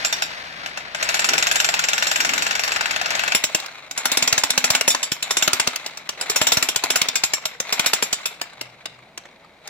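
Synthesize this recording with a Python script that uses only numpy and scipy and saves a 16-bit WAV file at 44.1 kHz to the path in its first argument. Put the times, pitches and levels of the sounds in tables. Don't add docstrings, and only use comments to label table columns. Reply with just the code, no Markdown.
import sys
import numpy as np
from scipy import signal
from scipy.fft import rfft, irfft, next_fast_len
from scipy.io import wavfile

SR = 44100
rng = np.random.default_rng(int(sys.argv[2]) if len(sys.argv) > 2 else 0)


def store_wav(level_fs):
    pcm = np.round(np.clip(np.atleast_2d(level_fs), -1, 1) * 32767)
    wavfile.write(sys.argv[1], SR, pcm.T.astype(np.int16))


N = 427329
TIME = np.arange(N) / SR
CHANGE_S = 3.343
FAR = TIME < CHANGE_S
BLOW_SAMPLES = 8192
BLOW_TIME = np.arange(BLOW_SAMPLES) / SR


def from_db(db):
    return 10 ** (np.asarray(db) / 20)


def unit_rms(x):
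    return x / np.sqrt(np.mean(x ** 2) + 1e-20)


def at_hz(spectrum, hz):
    freq_hz, level_db = np.transpose(spectrum)
    return np.interp(np.log(hz + 1), np.log(freq_hz), level_db)


def add(out, start_s, sound):
    i = max(0, round(start_s * SR))
    out[:, i:i + sound.shape[-1]] += sound[..., :max(0, N - i)]


def colour(x, spectrum, tilt_db=0):
    size = next_fast_len(x.shape[-1] // 2 + 1) * 2
    hz = np.fft.rfftfreq(size, 1 / SR)
    level_db = at_hz(spectrum, hz) + tilt_db * at_hz([(1300, -1.03), (6000, 0.88)], hz)
    cepstrum = irfft(np.log(from_db(level_db)))[:size // 2]
    cepstrum[1:] *= 2
    return irfft(rfft(x, size) * np.exp(rfft(cepstrum, size)))[..., :x.shape[-1]]


def stereo_noise(shared, size):
    noise = rng.standard_normal((3, size))
    return np.sqrt(shared) * noise[2] + np.sqrt(1 - shared) * noise[:2]


def drift(rate_hz):
    knots = rng.standard_normal(4000)
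    return unit_rms(np.interp(TIME * rate_hz, np.arange(len(knots)), knots))


# freq_hz, level_db
AIR_SPECTRUM = [(25, -9.5), (60, -16), (150, 8.5), (400, 2.5), (650, 9), (1300, -5), (2300, -8),
                (5000, -15.5), (16000, -32)]

def air():
    level_db = np.where(FAR, -46, -52) + 0.12 * drift(3.1)
    return from_db(level_db) * unit_rms(colour(stereo_noise(0.93, N), AIR_SPECTRUM))


# firing_multiple, far_level_db
ENGINE_HARMONICS = [(2, -62.5), (3, -63.5), (6, -62)]

def idling_engine(firing_hz=27):
    phase = 2 * np.pi * np.cumsum(firing_hz * (1 + 0.019 * drift(5.5))) / SR
    drone = sum(from_db(db + drift(14)) * np.sin(k * phase) for k, db in ENGINE_HARMONICS)
    return np.sqrt(2) * drone * from_db(np.where(FAR, 0, -10))


# start_s, end_s, drive_noise_db
TRIGGER_PULLS = [(-0.6, 0.004, -26), (0.96, 1.55, -26), (1.544, 3.307, -30.5), (3.95, 4.386, -30),
                 (4.514, 4.765, -33), (5.24, 5.553, -33.5), (6.172, 6.56, -31.5), (6.815, 6.957, -29),
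                 (7.638, 7.866, -31), (9.605, 9.7, -55)]

def motor_curves(spin_up_s=0.12, coast_s=0.6, switch_s=0.025):
    t = np.arange(-SR, N, 100) / SR
    step_s = t[1] - t[0]
    drive = sum(from_db(db) * ((t >= on) & (t < off)) for on, off, db in TRIGGER_PULLS)
    speed = [1.0]
    for held in drive[1:] > 0:
        acceleration = (1 - speed[-1]) / spin_up_s if held else -speed[-1] / coast_s
        speed.append(speed[-1] + step_s * acceleration)
    speed_db = 20 * np.log10(speed)
    lag = np.exp(-step_s / switch_s)
    brushes = signal.lfilter([1 - lag], [1, -lag], drive)
    fan = from_db(-29 + 1.51 * speed_db)
    motor_db = 20 * np.log10(np.hypot(brushes, fan))
    return np.interp(TIME, t, speed_db), np.interp(TIME, t, motor_db)


def whirr(spectrum, motor_db, shared, flutter_db, grit_db):
    roughness = from_db(flutter_db * drift(110) + grit_db * drift(400))
    full = unit_rms(colour(stereo_noise(shared, N) * roughness, spectrum))
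    dull = signal.sosfiltfilt(signal.butter(2, 6000, fs=SR, output="sos"), full)
    brightness = np.clip(from_db(0.5 * (motor_db + 33.5)), 0, 1)
    return dull + brightness * (full - dull)


# freq_hz, level_db
FAR_WHIRR_SPECTRUM = [(100, -18.5), (450, -10.5), (650, -3), (1150, -3), (1600, 1.5), (2350, -1),
                      (3100, -5.5), (4400, -4), (7300, -19), (8500, -25.5), (16000, -35)]

def far_motor(motor_db, din_db=-34.5):
    gain = np.hypot(from_db(motor_db - 0.8), from_db(din_db))
    return FAR * gain * whirr(FAR_WHIRR_SPECTRUM, motor_db, shared=0.62, flutter_db=1.5, grit_db=1.5)


# start_s, crack_db, ring_db
SINGLE_BLOWS = [(0.0474, -17, -25.5), (0.1255, -18.5, -28.5), (0.221, -18.5, -29), (0.66, -25.5, -46),
                (0.773, -25, -43), (0.9467, -22.5, -42), (1.0264, -18.5, -31.5), (1.089, -17.5, -31),
                (3.3476, -15, -20), (3.438, -15.5, -25.5), (3.5466, -14, -26), (3.599, -29, -48),
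                (3.6598, -31, -63), (3.9098, -27.5, -39.5), (3.9756, -23.5, -29.5), (4.054, -15.5, -27),
                (4.116, -18, -24.5), (4.1709, -14, -25.5), (4.2233, -16, -23.5), (4.2746, -16, -22.5),
                (4.3256, -12, -30.5), (4.3776, -15, -24.5), (4.435, -13.5, -28), (4.503, -14.5, -26),
                (4.5762, -12.5, -27), (4.641, -14, -22.5), (4.702, -12.5, -24.5), (4.7492, -13.5, -25.5),
                (4.8093, -16, -39), (4.8774, -15.5, -17.5), (4.902, -27.5, -21), (4.9467, -17.5, -48),
                (5.0287, -23.5, -24.5), (5.1169, -19, -28), (5.2249, -22, -28), (5.3071, -17.5, -25),
                (5.3682, -18, -21), (5.4231, -15.5, -23), (5.476, -13, -46), (5.5308, -14, -27.5),
                (5.597, -13.5, -27), (5.6723, -15, -35), (5.7583, -22, -50), (5.861, -25, -41),
                (5.9718, -31, -46), (6.0902, -21.5, -42), (6.21, -23, -31.5), (6.2969, -18.5, -24.5),
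                (6.3592, -18.5, -20.5), (6.4138, -15.5, -21.5), (6.468, -16, -19), (6.5188, -15.5, -19.5),
                (6.5695, -15.5, -25), (6.6248, -15, -27.5), (6.6863, -18, -24.5), (6.759, -15.5, -28.5),
                (6.8368, -16.5, -34), (6.902, -16, -22), (6.957, -15, -21.5), (7.0149, -13, -31),
                (7.0848, -17, -48), (7.1549, -18.5, -22), (7.2355, -14.5, -22), (7.3343, -17.5, -24.5),
                (7.4533, -19.5, -31.5), (7.6, -19.5, -36), (7.7241, -18, -25), (7.794, -14.5, -30),
                (7.8597, -16, -20.5), (7.9322, -14, -21.5), (8.0237, -17.5, -24.5), (8.1268, -18, -25),
                (8.256, -20.5, -28.5), (8.4132, -23, -39), (8.6107, -26.5, -47), (8.8556, -27.5, -57),
                (9.1752, -30.5, -61), (9.674, -33, -65)]
# start_s, blow_count, crack_db, ring_db
RUN_STRETCHES = [(1.142, 2, -18, -28), (1.2431, 4, -15, -28.5), (1.425, 6, -15, -28), (1.6881, 2, -16, -31),
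                 (1.7916, 4, -16.5, -30), (1.979, 6, -17.2, -30.5), (2.248, 7, -18.5, -31.5),
                 (2.5522, 5, -20, -33.5), (2.7605, 2, -19, -39), (2.857, 3, -20, -41.5),
                 (3.0129, 3, -20, -41), (3.151, 4, -19.5, -39.5), (3.32, 1, -18, -39)]

def all_blows(crack_spread_db=0.7, ring_spread_db=2):
    start_s, count, crack_db, ring_db = np.transpose(RUN_STRETCHES)
    first_blow = np.cumsum(count) - count
    number = np.arange(first_blow[-1] + 1)
    stretch = np.searchsorted(first_blow, number, side="right") - 1
    scatter_db = rng.standard_normal((len(number), 2)) * [crack_spread_db, ring_spread_db]
    levels_db = np.column_stack([crack_db, ring_db])[stretch] + scatter_db
    run = np.column_stack([np.interp(number, first_blow, start_s), levels_db])
    return np.vstack([SINGLE_BLOWS, run])


def burst(spectrum, tilt_db, rise_s, decay_s, shared, grain_db, uneven_db):
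    grains = from_db(grain_db * np.repeat(rng.standard_normal(BLOW_SAMPLES // 32), 32))
    envelope = (1 - np.exp(-(BLOW_TIME / rise_s) ** 2)) * np.exp(-BLOW_TIME / decay_s)
    swarm = stereo_noise(shared, BLOW_SAMPLES) * grains * envelope
    hz = np.geomspace(100, 16000, 40)
    level_db = at_hz(spectrum, hz) + uneven_db * rng.standard_normal(len(hz))
    coloured = colour(swarm, np.transpose([hz, level_db]), tilt_db)
    return unit_rms(coloured) * np.sqrt(0.012 * SR / BLOW_SAMPLES)


def ring(modes, spread_db, detune, rise_s):
    hz, level_db, t60_s = np.transpose(modes)[:, :, None]
    strength, stretch = rng.uniform(-1, 1, (2, len(modes), 1))
    phase = 2 * np.pi * hz * (1 + detune * stretch) * BLOW_TIME
    fade = from_db(level_db + spread_db * strength - 60 * BLOW_TIME / t60_s)
    ears = np.exp(2j * np.pi * (rng.random(len(modes)) + rng.random((2, len(modes))) / 2))
    tones = ears.real @ (fade * np.sin(phase)) + ears.imag @ (fade * np.cos(phase))
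    return tones * (1 - np.exp(-BLOW_TIME / rise_s))


# freq_hz, level_db
FAR_CRACK_SPECTRUM = [(150, -22), (450, -20.5), (660, 3.5), (1100, -6), (1500, 3.5), (2700, -0.5),
                      (4000, 0), (5600, 0.5), (7400, 0), (8500, -18.5), (12000, -14), (16000, -25)]
# pitch_hz, level_db, t60_s
BODY_MODES = [(649, -7.5, 0.065), (858, -4.5, 0.036), (1455, -1, 0.056), (1711, -6.5, 0.053),
              (2314, 0.5, 0.032), (2590, 5.5, 0.023), (2712, 4, 0.041)]
# freq_hz, level_db
RATTLE_SPECTRUM = [(300, -15), (900, -10), (2500, -6.5), (3700, 6), (4900, -4.5), (5700, 12), (6400, -7),
                   (7500, 18.5), (8400, -8), (11500, -7), (12700, -11.5), (16000, -30.5)]
# pitch_hz, level_db, t60_s
CHISEL_MODES = [(2477, -10.5, 0.1), (3590, -5, .11), (4700, -15.5, 0.17), (5500, -5.5, 0.1),
                (6900, -3, .11), (7050, -9.5, 0.095), (7380, 0, 0.1), (7735, -4, 0.09), (10260, -6, 0.085),
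                (12620, -13, 0.15), (14690, -8, 0.08)]

def far_hammer(blows):
    out, steel = np.zeros((2, 2, N))
    for start_s, crack_db, ring_db in blows:
        bright_db = 0.3 * (ring_db + 28.5)
        crack = burst(FAR_CRACK_SPECTRUM, bright_db, rise_s=0.00049, decay_s=0.0066,
                      shared=0.34, grain_db=0.5, uneven_db=2)
        knock = ring(BODY_MODES, spread_db=1, detune=0.021, rise_s=0.0005)
        rattle = burst(RATTLE_SPECTRUM, tilt_db=0, rise_s=0.0021, decay_s=0.027,
                       shared=0.093, grain_db=5, uneven_db=5)
        chisel = ring(CHISEL_MODES, spread_db=3, detune=0.002, rise_s=0.002)
        add(out, start_s, from_db(crack_db) * crack + from_db(crack_db - 3) * knock)
        add(out, start_s, from_db(ring_db + 7) * rattle)
        add(steel, start_s, from_db(ring_db) * chisel)
    return out + colour(steel, [(5500, 6.5), (7400, 3.5), (10000, -11), (12600, 3), (14700, -4)])


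# start_s, level_db
SHAFT_CLANKS = [(0.048, -15), (0.127, -12.5), (0.222, -16), (4.879, -20), (4.903, -14.5), (7.085, -17),
                (7.862, -33)]

def clanks():
    out = np.zeros((2, N))
    for start_s, level_db in SHAFT_CLANKS:
        shaft = ring(CHISEL_MODES[:4], spread_db=2, detune=0.003, rise_s=0.002)
        add(out, start_s, from_db(level_db) * shaft)
    return out


# peak_s, width_s, centre_hz, level_db
DULL_SCUFFS = [(1.339, 0.052, 300, -36), (2.32, 0.1, 230, -40.5), (6.23, .05, 500, -41.5)]

def scuffs():
    out = np.zeros((2, N))
    t = np.arange(SR // 2) / SR - 0.25
    for peak_s, width_s, hz, level_db in DULL_SCUFFS:
        band = [(hz / 4, -25), (hz * 0.75, 0), (hz * 1.56, 0), (hz * 4, -35), (hz * 20, -60)]
        rub = unit_rms(colour(stereo_noise(0.95, len(t)), band))
        add(out, peak_s + t[0], from_db(level_db) * rub * np.exp(-(t / width_s) ** 2 / 2))
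    return out


# freq_hz, level_db
NEAR_WHIRR_SPECTRUM = [(100, -35), (400, -12), (650, -1.5), (1850, -2.5), (2150, 4.5), (2450, 0),
                       (3000, -8.5), (4000, -1), (5000, -14.5), (7400, -11.5), (8500, -20.5), (16000, -33)]
# freq_hz, level_db
HOUSING_SPECTRUM = [(170, -40), (242, -17), (257, 0), (273, -17), (420, -40), (3000, -75)]

def near_motor(motor_db, speed_db, din_db=-51.5):
    housing = unit_rms(colour(stereo_noise(0.82, N), HOUSING_SPECTRUM))
    fan = whirr(NEAR_WHIRR_SPECTRUM, motor_db, shared=0.65, flutter_db=2.5, grit_db=2.5)
    gain = np.hypot(from_db(motor_db - 1), from_db(din_db))
    return ~FAR * (gain * fan + from_db(-44 + 3.8 * speed_db) * housing)


def thump(typical_hz, decay_s, sag_s, ear_spread_rad):
    start_hz = typical_hz * np.exp(0.2 * rng.standard_normal())
    pitch_hz = start_hz * (1 + np.exp(-BLOW_TIME / sag_s)) / 2
    phase = 2 * np.pi * np.cumsum(pitch_hz) / SR + ear_spread_rad * rng.standard_normal((2, 1))
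    slab = np.sin(phase) * BLOW_TIME / decay_s * np.exp(1 - BLOW_TIME / decay_s)
    return signal.sosfilt(signal.butter(2, 85, "high", fs=SR, output="sos"), slab)


# freq_hz, level_db
NEAR_CRACK_SPECTRUM = [(100, -23), (300, -6.5), (700, -4.5), (1500, -3.5), (2700, -2), (4800, -0.5),
                       (5700, -1.5), (6400, -1.5), (7400, -4.5), (8400, -8.5), (11000, -14.5),
                       (16000, -19.5)]

def near_hammer(blows, full_blow_db=-14.5, free_ring_db=-25):
    out = np.zeros((2, N))
    for start_s, crack_db, ring_db in blows:
        force_db = crack_db - full_blow_db
        bright_db = 0.53 + 0.06 * force_db + rng.normal(0, 1.18)
        bright_db -= 0.51 * max(ring_db - free_ring_db, 0)
        thump_db = -27 + 2.5 * force_db + rng.normal(0, 2)
        crack = burst(NEAR_CRACK_SPECTRUM, bright_db, rise_s=0.002, decay_s=0.0037,
                      shared=0.46, grain_db=0, uneven_db=3.5)
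        knock = ring(BODY_MODES, spread_db=7.5, detune=0.045, rise_s=0.00037)
        rattle = burst(RATTLE_SPECTRUM, tilt_db=-1, rise_s=0.0038, decay_s=0.014,
                       shared=0.23, grain_db=2, uneven_db=3.5)
        chisel = ring(CHISEL_MODES, spread_db=9, detune=0.005, rise_s=0.0011)
        ground = thump(typical_hz=219, decay_s=0.0019, sag_s=0.004, ear_spread_rad=1.15)
        add(out, start_s, from_db(crack_db + 1.5) * crack)
        add(out, start_s, from_db(crack_db - 8 - bright_db / 2) * knock)
        add(out, start_s, from_db(ring_db + 5.5) * rattle + from_db(ring_db + 3) * chisel)
        add(out, start_s + 0.0014, from_db(thump_db) * ground)
    return out


def chip():
    return burst(NEAR_WHIRR_SPECTRUM, tilt_db=-3.5, rise_s=0.00037, decay_s=0.0037,
                 shared=0.64, grain_db=2, uneven_db=6.5)


def rubble(blows, below_db=20, spread_db=0.5, scatter_s=0.13, chips_per_blow=2):
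    out = np.zeros((2, N))
    for start_s, crack_db, _ in blows:
        for softness, flight in rng.random((chips_per_blow, 2)):
            landing_s = start_s + 0.025 + scatter_s * flight
            add(out, landing_s, from_db(crack_db - below_db - spread_db * softness) * chip())
    return out


# start_s, level_db
SLAB_THUDS = [(3.548, -24), (4.326, -20), (4.642, -23), (4.878, -14.5), (5.119, -15.5), (5.675, -18),
              (6.414, -17), (6.572, -9), (7.236, -23), (7.795, -19), (8.128, -22)]

def thuds():
    out = np.zeros((2, N))
    for start_s, level_db in SLAB_THUDS:
        slab = thump(typical_hz=210, decay_s=0.00087, sag_s=0.0038, ear_spread_rad=1)
        add(out, start_s, from_db(level_db) * slab)
    return out


# time_s, pitch_hz, level_db
HUM_CONTOUR = [(8.5, 127.4, -86), (8.62, 125.4, -53), (8.8, 119.3, -61), (9.05, 124.5, -61),
               (9.3, 116, -88)]

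def low_hum():
    time_s, pitch_hz, level_db = np.transpose(HUM_CONTOUR)
    phase = 2 * np.pi * np.cumsum(np.interp(TIME, time_s, pitch_hz)) / SR
    gain = from_db(np.interp(TIME, time_s, level_db) + 1.5 * drift(15))
    return np.sqrt(2) * gain * np.sin(phase)


def sorting(start_s=8.9, span_s=2.1, loudest_db=-40, spread_db=12):
    out = np.zeros((2, N))
    for softness, when in rng.random((10, 2)):
        add(out, start_s + when * span_s, from_db(loudest_db - spread_db * softness) * chip())
    return out


# delay_s, level_db
WALL_ECHOES = [(0.0114, -18), (.045, -31.5), (0.087, -27)]

def yard_echoes(x, tail_db=-15, t60_s=0.34):
    t = np.arange(SR) / SR
    tail = stereo_noise(0, SR) * from_db(-60 * t / t60_s) * (1 - np.exp(-t / 0.008))
    response = from_db(tail_db) * unit_rms(tail) / np.sqrt(SR)
    for delay_s, level_db in WALL_ECHOES:
        taps = (delay_s * SR * rng.uniform(0.96, 1.04, 2)).astype(int)
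        response[[0, 1], taps] += from_db(level_db)
    response = colour(response, [(150, -17.5), (600, 1.5), (3000, 4.5), (9000, -6.5)])
    return signal.fftconvolve(x, response, axes=1)[:, :N]


def place(x, balance, left_lead_ms):
    size = next_fast_len(N + 1000)
    hz = np.fft.rfftfreq(size, 1 / SR)
    side = np.array([[0.5], [-0.5]])
    shift = np.exp(2j * np.pi * hz * side * left_lead_ms / 1000)
    return irfft(rfft(x, size) * from_db(side * at_hz(balance, hz)) * shift, size)[:, :N]


# freq_hz, left_minus_right_db
FAR_PAN = [(900, 2.5), (1500, 5.5), (2300, 8), (5600, -2), (9000, -6), (12000, 6)]
# freq_hz, left_minus_right_db
NEAR_PAN = [(2600, 3.5), (4200, -1.5), (5600, -1), (7000, 0), (8400, 0.5)]

def scene():
    blows = all_blows()
    far_blows, near_blows = blows[blows[:, 0] < CHANGE_S], blows[blows[:, 0] >= CHANGE_S]
    speed_db, motor_db = motor_curves()
    far = far_motor(motor_db) + far_hammer(far_blows)
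    near = near_motor(motor_db, speed_db) + near_hammer(near_blows)
    work = place(far, FAR_PAN, left_lead_ms=-0.327) + place(near, NEAR_PAN, left_lead_ms=0.068)
    work += clanks() + rubble(near_blows) + thuds() + sorting()
    return work + yard_echoes(work) + air() + idling_engine() + scuffs() + low_hum()


def record(dry):
    rounded = 1.213 * np.tanh(dry / 1.374)
    return signal.sosfilt(signal.ellip(10, 0.2, 100, 15900, fs=SR, output="sos"), rounded)


dry = scene()
out = record(dry)
store_wav(out)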